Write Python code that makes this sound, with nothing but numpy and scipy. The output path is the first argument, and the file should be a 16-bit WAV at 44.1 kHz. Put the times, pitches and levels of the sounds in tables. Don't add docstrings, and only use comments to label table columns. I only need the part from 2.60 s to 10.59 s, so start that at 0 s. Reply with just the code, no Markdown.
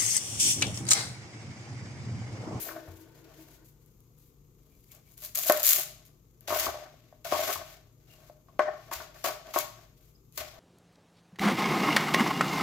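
import sys
import numpy as np
from scipy import signal
from scipy.fft import rfft, irfft, next_fast_len
from scipy.io import wavfile
from scipy.ndimage import uniform_filter1d

SR = 44100
rng = np.random.default_rng(int(sys.argv[2]) if len(sys.argv) > 2 else 0)


def dump_mix(stems):
    frames = np.atleast_2d(stems).T
    limited = np.clip(frames, -1, 1)
    pcm = np.round(limited * 32767).astype(np.int16)
    wavfile.write(sys.argv[1], SR, pcm)


def to_linear_factor(level_db):
    exponent = np.asarray(level_db, float) / 20
    return 10 ** exponent


N = 352447
TIME = np.arange(N) / SR
PADDED = next_fast_len(N)
FREQ = np.arange(PADDED // 2 + 1) * SR / PADDED + 1e-3

# f/Hz, level/dB before weighting by decay, t60/s
BLADE_MODES = [(7600, -14, .3), (8890, -12, .2), (10380, -14, .3), (10960, -9, .25), (11024, -6, .3),
               (11930, -8, .35), (12030, -7, .35), (12320, -6, .15), (12415, -2, .3), (12540, -2, .12),
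               (13770, -2, .35), (13870, -7, .15), (14005, -5, .35), (15230, -8, .25)]
# t/s, level/dB
BLADE_CONTACT = [(0, -38), (.02, -37), (0.051, -53), (.085, -45.5), (.105, -72)]
# start t/s, length/s, crackle level/dB, its swell over the move/dB,
# level of the drag on the board/dB
MOVES = [(0., 0.018, -46.5, 8, -54.5), (0.051, 0.032, -50, 5.5, -53), (0.092, 0.15, -59.5, -9.5, -53.5),
         (0.258, .16, -65.5, 4, -68.5), (0.422, .1, -77, 1, -70), (.545, 0.12, -65, -7.5, -66.5),
         (0.644, .18, -77.5, 18.5, -61), (0.854, 0.1, -66, 4.5, -66.5), (1.046, .05, -61.5, -3.5, -87.5),
         (1.2, 0.42, -74, -11, -91.5), (1.581, .12, -65.5, -6.5, -102), (1.985, 0.33, -79, 13, -82),
         (2.313, 0.059, -57.5, -7.5, -68), (2.455, 0.081, -68.5, 6, -79.5), (2.574, .04, -54, 0, -72),
         (2.62, 0.032, -44.5, 4.5, -59.5), (2.751, .1, -31, -4, -50), (2.86, 0.029, -32, 5.5, -51.5),
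         (2.887, 0.014, -34.5, -16, -32), (2.944, 0.11, -40.5, 5, -48.5), (3.033, 0.046, -31, 11.5, -48),
         (3.09, 0.12, -20, -13, -46.5), (3.317, 0.095, -95, -9, -65), (3.453, 0.011, -58.5, -2, -77),
         (3.808, 0.087, -76, 6, -69), (3.877, .13, -43, 11.5, -36), (3.996, .06, -36, 0, -36.5),
         (4.096, .14, -61.5, -2, -47), (4.299, .24, -75, -8, -62.5), (4.647, .065, -44.5, -6, -41.5),
         (4.711, 0.23, -42.5, 6, -32.5), (5.046, 0.099, -59.5, 0.5, -53), (5.399, 0.061, -79.5, 1.5, -74),
         (5.472, 0.071, -70.5, 8, -63.5), (5.556, 0.13, -72.5, 7, -64.5), (5.874, .1, -90, -4, -71.5),
         (5.993, .045, -57.5, -14.5, -36.5), (6.112, .17, -75.5, 8.5, -54), (6.314, .025, -48.5, 10.5, -40),
         (6.354, 0.084, -59, 2, -46.5), (6.543, .1, -62, 2, -56), (6.642, 0.034, -34.5, -2, -35.5),
         (6.845, .095, -68, 12, -51.5), (6.939, 0.059, -42, 7, -38.5), (7.148, .085, -72, 5.5, -58),
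         (7.367, 0.13, -72.5, 3.5, -75), (7.728, .04, -70.5, 20, -74), (7.777, 0.035, -35, -13, -39),
         (7.86, 0.14, -58, -16, -54.5)]
# t/s, level/dB per unit of size
GRAIN_SPREAD = [(0, -1.5), (3.3, 4.5), (3.6, 3), (8, -0.5)]
# f/Hz, level/dB
CRACKLE_SPECTRUM = [(2940, -17.5), (5000, -13), (6050, -13.5), (6520, -5), (7160, -7.5), (8880, -13.5),
                    (12600, -1), (15200, -4.5), (15900, -17.5), (16300, -24.5), (16500, -39.5)]
# f/Hz, level/dB
SCRAPE_SPECTRUM = [(710, -29), (1200, -10.5), (1880, -11.5), (2030, -6.5), (2240, -7.5), (2730, -9),
                   (6000, -12.5), (7800, -24), (13200, -120)]
# f/Hz, level/dB, t60/s
BOARD_MODES = [(362, -13, .12), (431, -20, .12), (612, 0, .15), (668, -3, .12), (748, -10, .11),
               (828, -15, .11), (945, -15, .11), (1020, -19, .1), (1088, -13, .11), (1180, -15, .1),
               (1315, -16, .09), (1410, -19, .09), (1501, -14, .1), (1674, -18, .1), (1780, -17, .09),
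               (1950, -23, .09), (2120, -23, .07), (2350, -23, .06)]
# t/s, level/dB
ONION_ROLL = [(0, -51.5), (.1, -50.5), (.4, -56), (.56, -58.5), (0.802, -58.5), (1.03, -59.5), (1.07, -73),
              (1.3, -72.5)]
# f/Hz, width/Hz, level/dB
HOLLOW_MODES = [(323.7, 5.1, 8), (376, 17, -4.5), (442.4, 29, -7.5), (894, 55, -16), (1430, 73, -20)]
# f/Hz, middle level/dB rms, waver/dB
FRIDGE_TONES = [(51.3, -69, 1.5), (116.4, -68, 3), (147.2, -68.5, 2.5)]
# f/Hz, level/dB
AIR_SPECTRUM = [(12, -46.5), (20, -28.5), (37, -2), (71, -6.5), (151, -6.5), (174, -10.5), (492, -14.5),
                (583, -32), (1210, -26), (1600, -43), (5360, -39), (6710, -29.5), (9410, -50.5),
                (13600, -28), (16500, -56)]
# f/Hz, share
AIR_LIKENESS = [(130, .92), (290, 0.91), (640, 0.29), (1400, .02)]
# t/s, level/dB before the low cut, off-centre lift of side modes/dB, damping factor, #
# hardness lift of top modes/dB
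KNOCKS = [(0.088, -31.5, 9, 2.3, 25), (0.107, -34, 12.5, 1.2, 13), (0.276, -40.5, 1, 1.4, 2),
          (2.622, -50, 9.5, 0.61, -1.5), (2.898, -5, 6.5, 1.95, 4.5), (3.002, -33.5, 6, 2, 9.5),
          (3.883, -27.5, -8, 1, -14), (3.905, -20.5, 13, 1.7, -4), (3.924, -18, 11.5, 1.24, -1),
          (4.067, -21, 30, 4.8, -2), (4.143, -31.5, -3, 2, -11), (4.186, -36.5, -3, 2.4, 1.5),
          (4.224, -39, 0, 1.2, -13.5), (4.34, -47.5, -2, 2.7, -6), (4.526, -44, -5, 1.9, -6),
          (4.65, -30, 5, 0.52, 1), (4.723, -13, 7.5, 1.75, -2.5), (4.744, -22, 12.5, 1.1, -4),
          (4.792, -22, 3, 0.59, -9), (4.958, -27.5, 23, 2.8, -7), (5.698, -38, -14, 2.2, -16.5),
          (5.885, -49.5, 13, 1.34, -2.5), (5.993, -9.5, 5.5, 1.57, 6), (6.314, -28, 10, 0.73, 8.5),
          (6.403, -33.5, 20.5, 1.7, 17), (6.643, -22, 13, 0.95, 7), (6.941, -31, 27, 2.9, 2.5),
          (6.961, -13.5, 9, 1.23, -2.5), (7.777, -34, 13, 1.3, 6), (7.808, -31.5, 17, 2.6, 2)]
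# t/s, peak level/dB, f/Hz, t60/s
THUDS = [(0.281, -42, 90, 0.36), (3.9, -47, 93.5, 0.48), (3.998, -50, 69.5, .3), (4.077, -45.5, 74, 0.26),
         (4.72, -48.5, 86, 0.58), (4.96, -49.5, 87, 0.35), (6.36, -49.5, 70, .3), (7.798, -49.5, 71, 0.37)]
# t/s, peak level/dB before colouring
SNAPS = [(0.8091, -45), (1.2613, -44), (1.405, -43.5), (1.5866, -45), (2.318, -35), (2.3496, -36.5),
         (2.52, -44), (2.579, -31.5), (2.614, -35.5), (2.7557, -12), (2.7743, -8.5), (2.8254, -19.5),
         (2.9, -10.5), (2.9225, -2.5), (2.9802, -20.5), (3.004, -15.5), (3.0313, -10), (3.042, -12),
         (3.067, -0.5), (3.0907, -3.5), (3.096, -5), (3.463, -41.5), (3.8087, -35.5), (6.9885, -9),
         (7.7244, -41)]
# t/s, length/s, f/Hz, level/dB rms before the fades
SQUEAKS = [(2.098, 0.084, 2346, -76), (2.287, 0.04, 2270, -69.5), (2.457, 0.038, 2280, -70.5),
           (5.47, .1, 2797, -66.5), (7.542, 0.029, 5050, -66.5)]
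# f/Hz, share
LIKENESS = [(100, 0.97), (600, 0.75), (1500, 0.58), (3000, 0.047), (12000, .02)]
# f/Hz, t60/s
ROOM_DECAY = [(200, 0.17), (1000, 0.46), (5000, 0.54), (13000, 0.29)]
# f/Hz, level/dB
LEFT_LEAN = [(60, 4.5), (600, 4.5), (1500, 4.5), (4000, 4.5), (12000, 6)]


def unit(x):
    return x / np.sqrt(np.mean(x ** 2))


def over(table, hz):
    f, value = np.transpose(table)
    return np.interp(np.log(hz), np.log(f), value)


def shape(table):
    return to_linear_factor(over(table, FREQ)) * np.minimum(FREQ / table[0][0], 1) ** 2


def colour(x, gain):
    return irfft(rfft(x, PADDED) * gain, PADDED)[..., :N]


def peak(hz, width):
    return 1 / (1 + 1j * (FREQ ** 2 - hz ** 2) / (FREQ * width))


def ports(likeness):
    like = np.clip(over(likeness, FREQ), 0, 1)
    common, left, right = rfft(rng.standard_normal((3, PADDED)))
    own = np.array([left, right])
    return irfft(np.sqrt(like) * common + np.sqrt(1 - like) * own, PADDED)[:, :N]


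def walk(rate):
    k = int(SR / rate)
    steps = np.repeat(rng.standard_normal(N // k + 1), k)
    return unit(uniform_filter1d(steps, k)[:N])


def add(out, s, x):
    i = int(s * SR)
    out[..., i:i + x.shape[-1]] += x[..., :N - i]


def ring(hz, db, t60, phase, rise_s):
    t = TIME[:int(.4 * SR), None]
    decay = np.exp(-np.log(1000) * t / t60)
    x = (to_linear_factor(db) * np.sin(2 * np.pi * hz * t + phase) * decay).sum(1)
    x = x * (1 - np.exp(-t[:, 0] / rise_s))
    return x / np.abs(x).max()


def blade():
    s, db = np.transpose(BLADE_CONTACT)
    force = to_linear_factor(np.interp(TIME, s, db, right=-120))
    steel = sum(to_linear_factor(level) * np.sqrt(t60) * peak(hz, 2.2 / t60) for hz, level, t60 in BLADE_MODES)
    return unit(colour(ports(LIKENESS) * force, steel)) * np.sqrt(np.mean(force ** 2))


def efforts():
    attack, sag = 6000, 27.5
    crackle_stop, drag_stop = 379, 168.5
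    settle_db, settle = -24.5, 118.5
    rest_crackle_db, rest_drag_db = -78.5, -86
    t = np.arange(0, N / SR + .002, .001)
    s, length, crackle_db, swell_db, drag_db = np.transpose(MOVES)[:, :, None]
    before = np.maximum(s - t, 0)
    during = np.clip(t - s, 0, length)
    after = np.maximum(t - s - length, 0)

    stop = to_linear_factor(-2 * crackle_stop * after) + to_linear_factor(2 * (settle_db - settle * after))
    crackle = to_linear_factor(2 * (crackle_db + swell_db * during / length - attack * before)) * stop
    drag = to_linear_factor(2 * (drag_db - sag * during - drag_stop * after - attack * before))

    def level(power, rest_db):
        return np.interp(TIME, t, 10 * np.log10(power.sum(axis=0) + to_linear_factor(2 * rest_db)))

    return level(crackle, rest_crackle_db), level(drag, rest_drag_db)


def grain():
    sizes = np.repeat(np.minimum(rng.exponential(size=N // 24 + 1), 5.5), 24)[:N]
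    spread_db = np.interp(TIME, *np.transpose(GRAIN_SPREAD))
    grains = to_linear_factor(spread_db * (uniform_filter1d(sizes, size=16) - 2.5))
    grains = grains * to_linear_factor(2.2 * walk(120))
    return grains / np.sqrt(uniform_filter1d(grains ** 2, size=2000))


def strokes():
    crackle_db, drag_db = efforts()
    crackle_share = 0.37
    scrape_db = crackle_share * crackle_db + (1 - crackle_share) * drag_db - 3
    noise = ports(LIKENESS) * grain()
    hiss = to_linear_factor(crackle_db) * unit(colour(noise, shape(CRACKLE_SPECTRUM)))
    scrape = to_linear_factor(scrape_db) * unit(colour(noise, shape(SCRAPE_SPECTRUM)))

    board = 0
    for k, (hz, db, t60) in enumerate(BOARD_MODES):
        rubbed_db = db - 0.94 * (abs(hz - 650) > 60)
        board = board + (-1) ** k * to_linear_factor(rubbed_db) * peak(hz, 5.0 / t60)
    board = board / (1 + (FREQ / 2300) ** 6)
    force = ports(LIKENESS) * to_linear_factor(drag_db + 4.82 * walk(40))
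    drag = unit(colour(force, board)) * np.sqrt(np.mean(to_linear_factor(drag_db) ** 2))
    return hiss + scrape + drag


def onion():
    s, db = np.transpose(ONION_ROLL)
    push = ports(LIKENESS) * to_linear_factor(1.1 * walk(16))
    gap = sum(to_linear_factor(level) * peak(hz, width) for hz, width, level in HOLLOW_MODES)
    return unit(colour(push, gap)) * to_linear_factor(np.interp(TIME, s, db, right=-120))


def kitchen():
    hum = 0
    for hz, db, waver_db in FRIDGE_TONES:
        level = np.sqrt(2) * to_linear_factor(db + waver_db * walk(13))
        hum = hum + level * np.sin(2 * np.pi * hz * TIME + 0.41 * waver_db * walk(10))
    air = unit(colour(ports(AIR_LIKENESS), to_linear_factor(over(AIR_SPECTRUM, FREQ))))
    return hum + to_linear_factor(-63.5) * air


def knocks():
    low_share, clack_db = 0.65, -16
    out, clacks = np.zeros((2, N)), np.zeros((2, N))
    hz, db, t60 = np.transpose(BOARD_MODES)
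    for s, top_db, off_db, damp, hard_db in KNOCKS:
        mix, phase, shift, skew = rng.standard_normal((4, len(hz)))
        lift_db = np.select([hz < 500, hz < 900, hz < 1250], [low_share * off_db, 0, off_db], hard_db)
        mode_db = db + 2.0 * mix + lift_db
        loaded_hz = hz * (1 + .006 * shift)
        phases = .6 * phase + np.outer([1, -1], skew * hz / 3000)
        blow = np.array([ring(loaded_hz, mode_db, t60 / max(damp, .2), p, .0005) for p in phases])
        add(out, s, to_linear_factor(top_db) * blow)
        burst = rng.standard_normal((3, 2000)) * np.exp(-TIME[:2000] / 0.0014)
        add(clacks, s, to_linear_factor(top_db + clack_db) * (burst[0] + 0.86 * burst[1:]))
    low_cut = 1 / (1 + 260 / (1j * FREQ)) ** 2
    slap = peak(650, 2000) + to_linear_factor(-20) * peak(4500, 4000)
    return colour(out, low_cut) + colour(clacks, slap)


def counter():
    out = np.zeros(N)
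    for s, db, hz, t60 in THUDS:
        add(out, s, to_linear_factor(db) * ring(hz, 0, t60, 0, 0.0023))
    return out


def snaps():
    out = np.zeros((2, N))
    for s, db in SNAPS:
        burst = rng.standard_normal((2, 300)) * np.exp(-TIME[:300] / 0.00058)
        add(out, s, to_linear_factor(db) * burst / np.abs(burst).max())
    return colour(out, unit(shape(CRACKLE_SPECTRUM)))


def squeaks():
    out = np.zeros((2, N))
    for s, length, hz, db in SQUEAKS:
        k = int(length * SR)
        flutter = uniform_filter1d(rng.standard_normal((2, k)), size=300)
        band = unit(flutter * np.sin(2 * np.pi * hz * TIME[:k]))
        add(out, s, to_linear_factor(db) * band * np.hanning(k) ** .5)
    return out


def room(x):
    noise, tail, t = ports(LIKENESS), 0, TIME[:SR]
    for hz in 125 * 2. ** np.arange(8):
        band = colour(noise, np.exp(-np.log2(FREQ / hz) ** 2 * 2))[:, :SR]
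        tail = tail + band * np.exp(-np.log(1000) * t / over(ROOM_DECAY, hz))
    tail = tail * np.clip(t / 0.0023, 0, 1)
    tail = tail / np.sqrt(np.sum(tail ** 2) / 2)
    return to_linear_factor(-8) * signal.fftconvolve(x, tail, axes=1)[:, :N]


def scene():
    near = blade() + strokes() + onion() + knocks() + counter() + snaps() + squeaks()
    return near + room(near) + kitchen()


def band_limit(x):
    return signal.sosfilt(signal.butter(12, 16860, fs=SR, output="sos"), x)


def record(dry):
    lean_db = over(LEFT_LEAN, FREQ) / 2
    top_cut = 1 + (FREQ / 15950) ** 200
    heard = colour(dry, to_linear_factor(np.array([lean_db, -lean_db])) / top_cut)
    return band_limit(np.tanh(heard))


dry = scene()
out = record(dry)
dump_mix(out)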